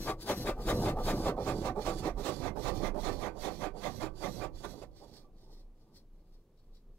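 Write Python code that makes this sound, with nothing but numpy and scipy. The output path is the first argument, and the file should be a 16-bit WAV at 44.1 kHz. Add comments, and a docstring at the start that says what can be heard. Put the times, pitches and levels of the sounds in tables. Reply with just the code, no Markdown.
"""Spray jet on a car in an automatic wash

Heard from inside, a jet swings over the body about 2.5 times a second: random drops excite ringing panels.
Each swing patters across the glass, drums on the roof and crosses the glass again; most turns end in a dull splash.
Then the jet leaves and puffs of mist and one drip arrive over low rumble and faint hiss, both shaped noise.
The left side of the water fades for a few seconds and returns."""
import sys
import numpy as np
from scipy import signal
from scipy.fft import rfft, irfft
from scipy.io import wavfile
from scipy.ndimage import uniform_filter1d, map_coordinates

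SR = 44100
rng = np.random.default_rng(int(sys.argv[2]) if len(sys.argv) > 2 else 0)


def file_out(sig):
    """Save sig as 16-bit WAV at sys.argv[1]."""
    # one column per channel
    cols = np.atleast_2d(sig).T
    # limit, then scale
    lim = np.clip(cols, -1, 1)
    pcm = np.round(lim * 32767).astype(np.int16)
    wavfile.write(sys.argv[1], SR, pcm)


N = 307818
TIME = np.arange(N) / SR

# Levels are relative: each source then applies its own gain.
# first turn of the jet, and time from one turn to the next
TURN_S, SWING_S = 0.1686, 0.3948
# the roof drums hardest this long after each turn, and this much less half a swing away
ROOF_PEAK_S, ROOF_DIP_DB = 0.23, -8.5
# half duration of a splash, before its rise and fall factors
SPLASH_HALF_S = 0.023
# lead of the left side for every struck spot
LEFT_LEAD_S = 0.00009
# upper edge of the band
EDGE_HZ = 15770

# force of the jet on the panes, nearly steady until it leaves the car: (time [s], level [dB])
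JET_FORCE = [(0, -1), (1.4, 0.5), (2.9, -0.5), (4.3, -2.5), (4.64, -4.5), (4.85, -12), (5.05, -42)]
# crossings of the glass, out and back: (time after the turn [s], patter level [dB], spatter level [dB])
GLASS_CROSSINGS = [(0.139, -31.5, -44), (0.319, -32, -49)]
# time the fan of drops takes to cross, briefer once only its tip reaches the car,
# before rise and fall factors: (time [s], half duration [s])
FAN_DURATION = [(0, 0.021), (3.3, 0.034), (4.45, 0.025), (4.64, 0.011)]
# load of heavy water on the roof: (time [s], level [dB])
ROOF_LOAD = [(0, -43.5), (0.55, -39), (0.78, -30.5), (1.2, -32), (2.0, -37.5), (2.75, -33.5), (3.6, -41.5),
             (4.33, -37.5), (4.75, -44), (5.15, -55.5), (7.0, -76.5)]
# loose water landing on the body, mostly just after a turn: (time [s], level [dB])
SPLASH_TIMES = [(0.595, -42.5), (0.988, -34.5), (1.392, -34), (1.781, -34), (2.185, -35.5), (2.578, -34.5),
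                (2.97, -32), (3.368, -41), (3.767, -41), (4.7, -50), (5.03, -52)]
# fine mist on the windows: (time [s], level [dB])
MIST_LEVEL = [(0, -53), (0.8, -49.5), (4.3, -54), (4.71, -57.5), (5.5, -83.5), (7.0, -91)]
# mist from the far jet, before rise and fall factors: (time [s], half duration [s], level [dB])
MIST_PUFFS = [(5.002, 0.048, -63), (5.165, 0.046, -57.5), (5.424, 0.04, -69), (5.565, 0.07, -68),
              (5.816, 0.022, -80), (5.964, 0.024, -67.5), (6.205, 0.016, -83), (6.345, 0.02, -79.5),
              (6.594, 0.013, -76), (6.761, 0.021, -73)]
# a single drip, level before its soft onset: (time [s], frequency [Hz], level [dB], 60 dB decay time [s])
PANE_DRIP = (5.245, 1160, -60, .16)
# gain of the left side of the water: (time [s], body level [dB], treble level [dB])
LEFT_FADE = [(0, 1, -0.5), (1.2, -1, -4), (1.4, -3, -16.5), (2.1, -7, -18.5), (2.5, -19, -22.5),
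             (4.4, -18.5, -21.5), (5.15, -7.5, -12), (5.35, -4.5, -7), (6.1, -3, -2)]

# spectra of large drops on glass, of small bright drops on glass and of the drummed roof:
# (frequency [Hz], spectral level [dB])
PATTER_SPECTRUM = [(30, -12.5), (150, -9), (300, -0.5), (480, -1), (650, -1), (830, -2), (980, -5),
                   (1250, -9.5), (1450, -15), (2200, -16.5), (3000, -27), (5000, -34), (15000, -57)]
SPATTER_SPECTRUM = [(300, -8), (1200, -7), (2000, -4.5), (3000, -1), (3700, 5), (4500, -2), (5500, -2.5),
                    (7000, -3), (9000, -9), (12000, -15.5), (15500, -14.5)]
ROOF_SPECTRUM = [(20, -20), (45, 2.5), (63, -4.5), (90, -2), (125, 2.5), (210, -1.5), (280, -2), (420, -5),
                 (600, -12), (1000, -16.5), (1600, -44), (5000, -88)]
# spectra of dull splashes, near mist and distant puffs: (frequency [Hz], spectral level [dB])
SPLASH_SPECTRUM = [(30, -26), (200, -4.5), (450, -4), (750, -4.5), (950, -9), (1250, -20.5), (1500, -27.5),
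                   (2400, -39), (4500, -39.5), (15000, -48.5)]
MIST_SPECTRUM = [(300, -24), (1500, -6), (2900, -5), (3700, -1.5), (4700, 3.5), (5600, -1), (7000, -5),
                 (9000, -8.5), (12000, -10.5), (15500, -14)]
PUFF_SPECTRUM = [(300, -22), (1500, -12), (1900, -10), (2900, -13), (3600, -4), (4100, 0.5), (4500, 2),
                 (4900, -0.5), (5400, 0.5), (6400, -8.5), (9000, -13.5), (15500, -21)]
# resonances of the panes and the cabin: (frequency [Hz], width [Hz], lift [dB])
PANEL_MODES = [(81.2, 18, 7), (120.3, 10, 5), (204.3, 21, 6.5), (321, 15, 6.5), (407.5, 45, 4),
               (494, 13, 8), (593, 45, 4), (744.3, 49, 7), (1142, 46, 7.5), (1192, 39, 7.5),
               (1524, 19, 7.5), (1826, 56, 4), (2070, 87, 2), (2370, 20.2, 5), (2620, 30, 5.5),
               (3370, 76, 4.5), (3795, 69, 3), (4370, 74, 4)]
# spectra of cabin boom, steady rumble and hiss: (frequency [Hz], spectral level [dB])
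BOOM_SPECTRUM = [(8, -17), (20, -3), (27, 10.5), (35, -6.5), (44, 4), (55, -14.5), (80, -30), (300, -65)]
RUMBLE_SPECTRUM = [(8, -15.5), (20, 2), (27, 14.5), (34, -11.5), (45, -13), (65, -9.5), (120, -14.5),
                   (210, -14.5), (260, -18.5), (450, -20), (650, -29.5), (950, -35), (1180, -37),
                   (1400, -47), (4000, -81)]
HISS_SPECTRUM = [(100, 2), (1500, 3.7), (4500, 0.83), (8000, -3.4), (15500, -2)]
# likeness of the two sides: (frequency [Hz], coherence [0 to 1])
COHERENCE = [(60, 1), (400, 1), (750, 0.93), (950, 0.89), (1200, 0.94), (2000, 0.46), (3000, 0.326),
             (4000, 0.48), (7000, 0.088), (15000, .05)]
# extra colour of struck spots on the left, mostly brighter: (frequency [Hz], level [dB])
LEFT_SPECTRUM = [(100, -1), (750, 0.5), (950, -2.5), (1200, 4), (3000, 3), (3800, 6), (5500, 4),
                 (7000, 3.5), (9000, 6.5), (12000, 9.5), (15000, 12.5)]


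def patter():
    """Impact excitation: large drops knock on the panes and set them ringing."""
    strength = surges(passes(), axis=2, rise=1, fall=1.124, lead_s=0.0026)
    return amp(1.19) * shower(strength, PATTER_SPECTRUM, per_s=3800, spread_db=2, t60=0.082, ring=1.61, count=12)


def spatter():
    """Break-up of the jet: small drops strike the glass and excite its upper range."""
    strength = surges(passes(), axis=3, rise=1.16, fall=0.72, lead_s=0.00204)
    strength = strength * clumps(depth_db=1.5)
    return amp(2.44) * shower(strength, SPATTER_SPECTRUM, per_s=5500, spread_db=3.0, t60=0.062, ring=2.1, count=4)


def passes():
    """Periodic scanning: crossings as (time [s], half duration [s], patter level [dB], spatter level [dB])."""
    rows = []
    for turn in np.arange(TURN_S - SWING_S, JET_FORCE[-1][0], SWING_S):
        for delay, patter_db, spatter_db in GLASS_CROSSINGS:
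            s = turn + delay
            half_s = np.interp(s, *np.transpose(FAN_DURATION))
            force_db = np.interp(s, *np.transpose(JET_FORCE))
            rows.append((s, half_s, patter_db + force_db, spatter_db + force_db))
    return rows


def roof():
    """Damped panel vibration: between the panes the jet drums on the lined sheet metal."""
    return amp(-0.82) * shower(roof_load(), ROOF_SPECTRUM, per_s=600, spread_db=1.5, t60=0.053, ring=0.85, count=12)


def roof_load():
    """Periodic loading: the water holds on the roof through each swing and ebbs as the jet turns."""
    away = np.sin(np.pi * (TIME - TURN_S - ROOF_PEAK_S) / SWING_S) ** 2
    return amp(curve(ROOF_LOAD) + ROOF_DIP_DB * away ** 2.08)


def splashes():
    """Slow impact: loose water lands with a dull slap, weak in treble."""
    rows = [(s, SPLASH_HALF_S, db) for s, db in SPLASH_TIMES]
    strength = surges(rows, axis=2, rise=0.66, fall=1.5, lead_s=0.01)
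    return amp(0.5) * shower(strength, SPLASH_SPECTRUM, per_s=3000, spread_db=5.5, t60=0.078, ring=1.26, count=6)


def mist():
    """Dense random impacts: fine drops hiss on the windows and nearly all miss the car at each turn."""
    reach = abs(np.sin(np.pi * (TIME - TURN_S + 0.0033) / SWING_S))
    share = reach ** 5 / (reach ** 5 + 0.48 ** 5) + amp(-27) ** 2  # power, with a small remainder at the turns
    strength = amp(curve(MIST_LEVEL)) * np.sqrt(share) * clumps(depth_db=2.5)
    return amp(2.0) * shower(strength, MIST_SPECTRUM, per_s=4500, spread_db=1.5, t60=0.08, ring=1.1, count=3)


def puffs():
    """Sparse impacts: scattered drops from afar make the glass tinkle with a longer ring."""
    strength = surges(MIST_PUFFS, axis=2, rise=1.1, fall=0.59, lead_s=0.0052)
    return amp(0.5) * shower(strength, PUFF_SPECTRUM, per_s=830, spread_db=5.5, t60=0.13, ring=3.3, count=2)


def drip():
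    """Free vibration: one drop rings a pane as a decaying sine with a soft onset."""
    s, hz, db, t60 = PANE_DRIP
    age = np.maximum(TIME - s, 0)
    onset = 1 - np.exp(-age / 0.0015)
    return amp(db - 60 * age / t60) * onset * np.sin(2 * np.pi * hz * age)


def boom():
    """Cavity response: the whole cabin booms, following the roof's load averaged over half a second."""
    load = np.sqrt(uniform_filter1d(roof_load() ** 2, size=SR // 2))
    return load * background(BOOM_SPECTRUM, db=-2.5)


def rumble():
    """Modulated noise: the low rumble of the machine swells unevenly."""
    return background(RUMBLE_SPECTRUM, db=-57.0) * amp(1.3 * wander(N, order=2600))


def hiss():
    """Stationary noise: a faint, steady, broad hiss."""
    return background(HISS_SPECTRUM, db=-83.0)


def background(colour, db):
    """Spectral shaping: steady stereo noise takes a given colour."""
    hz = np.fft.rfftfreq(N, 1 / SR)
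    spectra = pair(rfft(rng.standard_normal((2, N))), hz) * amp(read(colour, hz))
    return amp(db) * unit(irfft(spectra, N))


def shower(strength, colour, per_s, spread_db, t60, ring, count=12):
    """Superposition of impacts: random drops of uneven size strike spots near the jet's moving aim."""
    at = np.flatnonzero(rng.random(N) < per_s / SR)
    size_db = spread_db * np.minimum(rng.exponential(1, len(at)), 3.5)
    drops, place = np.zeros(N), np.zeros(N, int)
    drops[at] = rng.choice([-1, 1], len(at)) * amp(size_db)
    # swing plus slow travel, in car widths
    aim = .3 * np.cos(2 * np.pi * (TIME[at] - TURN_S) / SWING_S) + .25 * TIME[at]
    place[at] = np.floor(count * (aim + .07 * rng.standard_normal(len(at)))) % count
    drops = unit(drops) * strength
    water = 0
    for k in range(count):
        struck = (drops * (place == k))[None]
        water = water + signal.oaconvolve(struck, spot(colour, t60, ring), axes=1)[:, :N]
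    return water


def spot(colour, t60, ring, patchy_db=3.5, size=8192):
    """Impulse response: a struck spot gives a sharp tap, then a short ring of panel and cabin."""
    t, hz = np.arange(size) / SR, np.fft.rfftfreq(size, 1 / SR)
    tail = rng.standard_normal((2, size)) * amp(-60 * t / t60)
    tail *= ring / np.linalg.norm(tail, axis=1, keepdims=True)
    # the tap, within the first millisecond on each side
    tail[[0, 1], rng.integers(0, SR // 1000, 2)] += rng.choice([-1, 1], 2)
    db = read(colour, hz)
    for f, width, lift in PANEL_MODES:
        db = db + lift / (1 + (2 * (hz - f) / width) ** 2)
    db += patchy_db * wander(len(hz), order=24) * hz / (hz + 900)  # each spot favours its own upper modes
    # minimum phase: resonances ring after the tap
    cepstrum = irfft(np.log(amp(db)))
    causal = np.exp(rfft(2 * cepstrum[:size // 2], size) - cepstrum[0])
    spectra = pair(rfft(tail), hz) * causal
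    spectra[0] *= amp(read(LEFT_SPECTRUM, hz))
    spectra[1] *= np.exp(-2j * np.pi * hz * LEFT_LEAD_S)  # delays the right side
    response = irfft(spectra)
    return response / np.linalg.norm(response[1])


def surges(rows, axis, rise, fall, lead_s):
    """Power summation: each burst of water holds, then drops at its edges; rise and fall stretch its sides."""
    power = np.zeros(N)
    for row in rows:
        offset = (TIME - row[0] + lead_s) / row[1]
        offset /= np.where(offset < 0, rise, fall)
        burst = amp(row[axis]) / (1 + offset ** 4)
        power += burst ** 2
    return np.sqrt(power)


def clumps(depth_db):
    """Random modulation: the spray breaks up unevenly, in gusts of a few hundredths of a second."""
    return unit(amp(depth_db * wander(N, order=1100)))


def wander(size, order):
    """Smooth random process: rms of one, with a new value every `order` steps."""
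    knots = rng.standard_normal(size // order + 2)
    return unit(map_coordinates(knots, [np.arange(size) / order], mode="nearest"))


def pair(z, hz):
    """Interaural coherence: mixes two unrelated spectra until they are as alike as the two sides."""
    same = np.clip(read(COHERENCE, hz), -1, 1)
    left = same * z[1] + np.sqrt(1 - same ** 2) * z[0]
    return np.array([left, z[1]])


def fade_left(x, split_hz):
    """Band-split gain: the left side sinks and comes back, its treble dropping ahead of its body."""
    body = signal.sosfiltfilt(signal.butter(2, split_hz, fs=SR, output="sos"), x[0])
    treble = x[0] - body
    left = body * amp(curve(LEFT_FADE, axis=1)) + treble * amp(curve(LEFT_FADE, axis=2))
    return np.array([left, x[1]])


def amp(db):
    """Logarithmic level: decibels to amplitude gain."""
    return 10 ** (np.asarray(db) / 20)


def unit(x):
    """Power normalisation: scales to an rms of one."""
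    return x / np.sqrt(np.mean(x ** 2) + 1e-20)


def curve(rows, axis=1):
    """Linear interpolation: one column of a table, joined by straight lines in time."""
    rows = np.array(rows)
    return np.interp(TIME, rows[:, 0], rows[:, axis])


def read(points, hz):
    """Logarithmic frequency scale: interpolates a spectrum along it."""
    f, value = np.transpose(points)
    return np.interp(np.log(hz + 1), np.log(f + 1), value)


def scene():
    """Linear superposition: water on the car, its left side fading, over rumble and hiss."""
    water = patter() + spatter() + roof() + splashes() + mist() + puffs() + drip() + boom()
    return fade_left(water, split_hz=780) + rumble() + hiss()


def record(dry):
    """Band limitation: a steep linear-phase low-pass."""
    lowpass = signal.firwin(511, EDGE_HZ, window=("kaiser", 9), fs=SR)
    return signal.oaconvolve(dry, lowpass[None], "same")


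dry = scene()
out = record(dry)
file_out(out)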